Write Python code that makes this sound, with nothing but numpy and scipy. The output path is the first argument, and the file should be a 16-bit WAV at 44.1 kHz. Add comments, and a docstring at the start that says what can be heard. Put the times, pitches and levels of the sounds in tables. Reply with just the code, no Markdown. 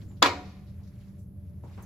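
"""Small tiled restroom: a plastic toilet seat drops onto the porcelain bowl.
Its bumpers land within milliseconds: one hard clack, then a smaller rebound. Bowl and stall ring
in beating mode pairs; the ceiling returns a slap, the tiles a bright tail.
Ventilation hums throughout. A brief low rumble precedes the drop.
Clothes rustle and shoes knock softly as someone steps back."""
import sys
import numpy as np
from scipy import signal
from scipy.fft import rfft, irfft, next_fast_len
from scipy.io import wavfile

SR = 44100
rng = np.random.default_rng(int(sys.argv[2]) if len(sys.argv) > 2 else 0)


def materialize(psi):
    """Save the field psi as 16-bit PCM at rate SR to the path in sys.argv[1].

    A 1-D psi becomes a single channel; in a 2-D psi each row is a channel.
    """
    bounded = np.clip(np.atleast_2d(psi).T, -1, 1)
    quanta = np.round(bounded * 32767).astype(np.int16)
    wavfile.write(sys.argv[1], SR, quanta)


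N = 81585
FFT_SIZE = next_fast_len(N)
TIME_S = np.arange(N) / SR
BIN_HZ = np.maximum(np.fft.rfftfreq(FFT_SIZE, 1 / SR), 1)

# Stereo likeness of the room. Each row: frequency in Hz, left-right correlation.
ROOM_CORRELATION = [(80, 1), (280, .82), (600, 0.84), (1200, 0.53), (4000, .25), (12000, 0.3)]
# Duct rumble. Each row: frequency in Hz, relative density in dB.
DUCT_SPECTRUM = [(25, -19), (45, -12), (65, -5.5), (90, 0), (125, -9.5), (175, -8.5), (230, -22),
                 (300, -22), (420, -28), (600, -36), (850, -43.5), (2000, -56), (5000, -61.5), (9000, -66),
                 (11000, -45.5), (15500, -63.5)]
# Ventilation hum. Each row: centre in Hz, level in dB, width in Hz.
HUM_LINES = [(89.5, -48, 30), (117.93, -54, 7.3), (146, -57, 8), (188, -56.5, 29), (286.4, -68.5, 8.6),
             (580, -77, 6.1)]
# Rustle envelope. Each row: time in seconds, level in dB.
RUSTLE_LEVELS = [(0, -62.5), (.08, -72.5), (.5, -72.5), (.7, -72.5), (.93, -73), (1.02, -68.5), (1.18, -75),
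                 (1.3, -93), (1.47, -75.5), (1.62, -78.5), (1.65, -68), (1.74, -64), (1.85, -64.5)]
# Cloth friction. Each row: frequency in Hz, relative density in dB.
CLOTH_SPECTRUM = [(300, 1.5), (1000, 2), (2200, 1), (3000, -3.5), (4500, -5), (7500, -8), (9500, -20),
                  (15500, -17.5)]
# Jacket brushes. Each row: start in seconds, level in dB, rise in seconds, T60 in seconds,
# centre in Hz, half width in octaves.
JACKET_BRUSHES = [(0.015, -60, 0.00054, 0.066, 3800, 0.38), (0.081, -62, 0.0092, 0.2, 7030, 0.062),
                  (.114, -60, 0.00083, 0.027, 2460, 0.89), (0.167, -65.5, .003, 0.14, 4000, 0.61),
                  (.44, -57.5, 0.021, 0.46, 4170, 0.53), (.665, -59, 0.023, 0.16, 4430, 0.43),
                  (.83, -64, .008, .2, 4570, 0.54), (.872, -67.5, 0.0038, 0.15, 4960, 0.55),
                  (.995, -64, 0.0153, .25, 2590, 1), (1.075, -69, .006, 0.12, 4500, .5),
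                  (1.18, -60, 0.023, 0.19, 8000, 0.86), (1.722, -59.5, 0.0089, 0.13, 3000, .8),
                  (1.823, -56.5, .0005, .09, 11200, 0.47), (1.828, -57.5, 0.0044, 0.13, 6460, 0.093)]
# Low swell. Each row: frequency in Hz, relative density in dB.
SWELL_SPECTRUM = [(30, -4.5), (130, 3.5), (290, -1.5), (450, -22.5), (1500, -47)]
# Shoe knocks. Each row: start in seconds, level in dB, low-pass cutoff in Hz.
SHOE_KNOCKS = [(0.104, -57.5, 1497), (0.796, -60.5, 1410), (1.636, -45.5, 980), (1.776, -46, 2200)]
# Knock colour. Each row: frequency in Hz, relative density in dB.
SHOE_SPECTRUM = [(100, -7), (280, 3), (550, -3.5), (1000, -2), (1500, -11), (3000, -15), (8000, -24.5)]
# Bumper landings, the last two on the rebound. Each row: start in seconds, gain in dB,
# low-pass cutoff in Hz.
BUMPER_CONTACTS = [(0.2216, -2, 1400), (0.2249, -5.5, 6200), (0.2258, 2, 11000), (0.2284, -2.5, 6498),
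                   (.2336, -10.5, 2200), (0.2584, -6, 2201), (0.2611, -8.5, 3500)]
# Contact crack. Each row: frequency in Hz, relative density in dB.
CRACK_SPECTRUM = [(150, -22), (400, -1), (1000, 0), (2500, -1.5), (4500, -4.5), (7500, -8.5), (9100, -20.5),
                  (11000, -6), (15500, -16.5)]
# Stereo likeness of the crack. Each row: frequency in Hz, left-right correlation.
CRACK_CORRELATION = [(500, 0.95), (2500, .3), (9000, -0.19)]
# Seat modes. Each row: frequency in Hz, relative level in dB, T60 in seconds, left minus right in dB.
SEAT_MODES = [(323, -27, .045, -2), (465, -18.5, .026, -2.5), (789, -13.5, .014, 1.5),
              (1041, -12, 0.03, -0.5), (1309, -13, 0.041, -2), (1680, -19, .022, 1),
              (2220, -21.5, 0.007, 2.5), (2600, -21, 0.01752, 2), (3445, -17, 0.034, 4.5),
              (3704, -18.5, 0.027, 3), (3860, -19.5, 0.027, 4.5), (4530, -17.5, .022, 2),
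              (4970, -21.5, 0.024, 3.5), (6880, -23.5, 0.028, -0.5)]
# Bowl and stall modes. Each row: frequency in Hz, relative level in dB, T60 in seconds, beat in Hz.
BOWL_MODES = [(262, -29.5, .22, 22), (281, -31, .5, 6), (487, -36, .36, 9), (647, -37, .3, 12),
              (729, -36, .62, 5), (952, -25, .35, 10.5), (1035, -33, .26, 22), (1150, -31, .24, 28),
              (1194, -32, .25, 17), (1298, -31, .29, 26), (1350, -33, .29, 11), (1407, -35, .27, 8),
              (1650, -27, .21, 6), (2342, -33, .22, 15)]
# Tile reverberation. Each row: frequency in Hz, relative density in dB, T60 in seconds.
ROOM_BANDS = [(190, -21, .9), (310, -7.5, .72), (418, -13, .55), (520, -7, .48), (748.6, -7, 0.45),
              (900, -6, .33), (1116, 1, 0.31), (1364, -0.5, .31), (1520, -9, 0.4), (1680, -4, .29),
              (2430, -1, .27), (2950, -8, .28), (4270, -7, 0.26), (6000, -17, .29), (7940, -19.5, 0.26),
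              (8498, -36.5, .15), (10714, -26.5, 0.22), (15500, -36.5, .16)]

RING_AGE_S = TIME_S - BUMPER_CONTACTS[0][0] - 0.004   # bowl and room start 4 ms after first contact


def from_db(db):
    """Decibels to gain."""
    return 10 ** (np.asarray(db) / 20)


def unit_rms(x):
    """Scale to rms 1."""
    return x / np.sqrt(np.mean(np.abs(x) ** 2) + 1e-20)


def per_bin(table):
    """A table's second column at each FFT bin, interpolated over log frequency."""
    table = np.array(table)
    return np.interp(np.log(BIN_HZ), np.log(table[:, 0]), table[:, 1])


def to_time(spectrum):
    """Stereo spectrum to N samples."""
    return irfft(spectrum, FFT_SIZE)[:, :N]


def lowpass(x, cutoff_hz):
    """Two-pole low-pass."""
    return signal.sosfilt(signal.butter(2, cutoff_hz, fs=SR, output="sos"), x + 1e-18)


def decay(age_s, t60_s, rise_s=1e-5):
    """Exponential rise and decay from age zero."""
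    age_s = np.maximum(age_s, 0)
    return (1 - np.exp(-age_s / rise_s)) * np.exp(-np.log(1000) * np.minimum(age_s / t60_s, 4))


def white_spectrum(correlation=ROOM_CORRELATION):
    """Spectrum of partly correlated stereo white noise."""
    mid, side = rfft(rng.standard_normal((2, FFT_SIZE)))
    alike = per_bin(correlation)
    return np.sqrt((1 + alike) / 2) * mid + np.sqrt((1 - alike) / 2) * side * [[1], [-1]]


def noise(colour, correlation=ROOM_CORRELATION):
    """Coloured stereo noise, rms about 1."""
    return to_time(white_spectrum(correlation) * unit_rms(from_db(per_bin(colour))))


def bandpass_gain(offset):
    """Flat-topped band, rms 1; offset from the centre in half widths."""
    return unit_rms(1 / (1 + offset ** 4))


def split_bands(spectrum, table):
    """Overlapping band signals, one per table row."""
    log_centres = np.log(np.array(table)[:, 0])
    return [to_time(spectrum * np.interp(np.log(BIN_HZ), log_centres, row)) for row in np.eye(len(table))]


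def ventilation(duct_db=-47, fan_hz=196.1, fan_db=-50.5, third_db=-70.5):
    """Duct rumble with faint hiss, wavering hum lines, a steady fan note with its third harmonic."""
    duct = from_db(duct_db) * noise(DUCT_SPECTRUM)
    lines = sum(from_db(db) * bandpass_gain(2 * (BIN_HZ - hz) / width_hz)
                for hz, db, width_hz in HUM_LINES)
    hum = to_time(lines * white_spectrum())
    phase = 2 * np.pi * fan_hz * TIME_S
    fan = from_db(fan_db) * np.sin(phase) + from_db(third_db) * np.sin(3 * phase)
    return duct + hum + fan


def clothes(flicker_rms_db=2.5, flicker_cutoff_hz=34.94):
    """Cloth rustles, each band flickering on its own."""
    out = 0
    level_db = np.interp(TIME_S, *np.transpose(RUSTLE_LEVELS))
    cloth = rfft(noise(CLOTH_SPECTRUM), FFT_SIZE)
    for band in split_bands(cloth, CLOTH_SPECTRUM):
        flicker_db = flicker_rms_db * unit_rms(lowpass(rng.standard_normal(N), flicker_cutoff_hz))
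        out += from_db(level_db + flicker_db) * band
    return out


def jacket():
    """A moving jacket brushes and ticks: short bursts of bright noise."""
    out, white = 0, white_spectrum()
    for start_s, db, rise_s, t60_s, hz, half_width_oct in JACKET_BRUSHES:
        brush = to_time(white * bandpass_gain(np.log2(BIN_HZ / hz) / half_width_oct))
        out += from_db(db) * decay(TIME_S - start_s, t60_s, rise_s) * brush
    return out


def low_swell(peak_s=0.055, half_width_s=0.12, level_db=-47.5):
    """A low rumble swells and fades before the drop."""
    swell = np.exp(-np.minimum(((TIME_S - peak_s) / half_width_s) ** 2, 20))
    return from_db(level_db) * swell * noise(SWELL_SPECTRUM)


def shoes(t60_s=0.28, rise_s=0.0007):
    """Dull shoe knocks linger in the room."""
    knock = noise(SHOE_SPECTRUM)
    return sum(from_db(db) * lowpass(knock * decay(TIME_S - start_s, t60_s, rise_s), cutoff_hz)
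               for start_s, db, cutoff_hz in SHOE_KNOCKS)


def seat(crack_db=-11, crack_t60_s=0.011, stereo_lag_s=0.00003, spread_at_1khz_rad=0.69):
    """Each bumper contact cracks and rings the damped seat; high modes differ more between sides."""
    out = np.zeros((2, N))
    crack = noise(CRACK_SPECTRUM, CRACK_CORRELATION)
    age_s = TIME_S[:SR // 10]
    sides = np.array([[0.5], [-0.5]])
    for start_s, gain_db, cutoff_hz in BUMPER_CONTACTS:
        span = slice(int(start_s * SR), int(start_s * SR) + len(age_s))
        hit = from_db(crack_db) * decay(age_s, crack_t60_s) * crack[:, span]
        for k, (hz, db, t60_s, pan_db) in enumerate(SEAT_MODES):
            skew_rad = spread_at_1khz_rad * np.sqrt(hz / 1000) * rng.standard_normal()
            phase = 2 * np.pi * hz * (age_s - stereo_lag_s * sides) + skew_rad * sides
            hit += (-1) ** k * from_db(db + pan_db * sides) * decay(age_s, t60_s) * np.sin(phase)
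        out[:, span] += from_db(gain_db) * lowpass(hit, cutoff_hz)
    return out


def bowl_and_stall(gain_db=2, twin_db=-5.5, rise_s=0.01, spread_rad=0.6):
    """Each long mode beats against a close twin as it dies."""
    out, age_s = np.zeros((2, N)), RING_AGE_S[:SR]
    for hz, db, t60_s, beat_hz in BOWL_MODES:
        phase = 2 * np.pi * hz * age_s + rng.uniform(0, 2 * np.pi)
        phase = phase + spread_rad * rng.standard_normal((2, 1))
        pair = np.sin(phase) + from_db(twin_db) * np.sin(phase + 2 * np.pi * beat_hz * age_s)
        out[:, :SR] += from_db(db + gain_db) * decay(age_s, t60_s, rise_s) * pair
    return out


def room(level_db=-17, rise_s=0.0046):
    """Dense tile reflections, a ceiling slap and a slower tail from beyond the stall."""
    ripple_db, ripple_step_hz = 8.5, 35   # the room favours some pitches over their neighbours
    slap_db, slap_delay_s, slap_t60_s, slap_rise_s = -5, 0.035, 0.078, 0.00087
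    late_db, late_t60_ratio, late_max_t60_s = -22, 3, 0.81
    ripple = np.interp(BIN_HZ / ripple_step_hz, np.arange(SR // 10), rng.uniform(-1, 1, SR // 10))
    colour = unit_rms(from_db(per_bin(ROOM_BANDS) + ripple_db * ripple))
    field = from_db(level_db) * colour * white_spectrum()
    slap = from_db(slap_db) * decay(RING_AGE_S - slap_delay_s, slap_t60_s, slap_rise_s)
    out = 0
    for band, (_, _, t60_s) in zip(split_bands(field, ROOM_BANDS), ROOM_BANDS):
        early = decay(RING_AGE_S, t60_s, rise_s)
        late = from_db(late_db) * decay(RING_AGE_S, min(t60_s * late_t60_ratio, late_max_t60_s), rise_s)
        out += band * np.sqrt(early ** 2 + late ** 2 + slap ** 2)
    return out


def scene():
    """The slam in its room, over movement and ventilation."""
    slam = seat() + room() + bowl_and_stall()
    return slam + shoes() + clothes() + jacket() + ventilation() + low_swell()


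def record(dry):
    """Soft clip, then a steep low-pass."""
    ceiling, stopband_db, stopband_hz = 1.1, 70, 17000
    rounded = ceiling * np.tanh(dry / ceiling)
    return signal.sosfilt(signal.cheby2(12, stopband_db, stopband_hz, fs=SR, output="sos"), rounded)


dry = scene()
out = record(dry)
materialize(out)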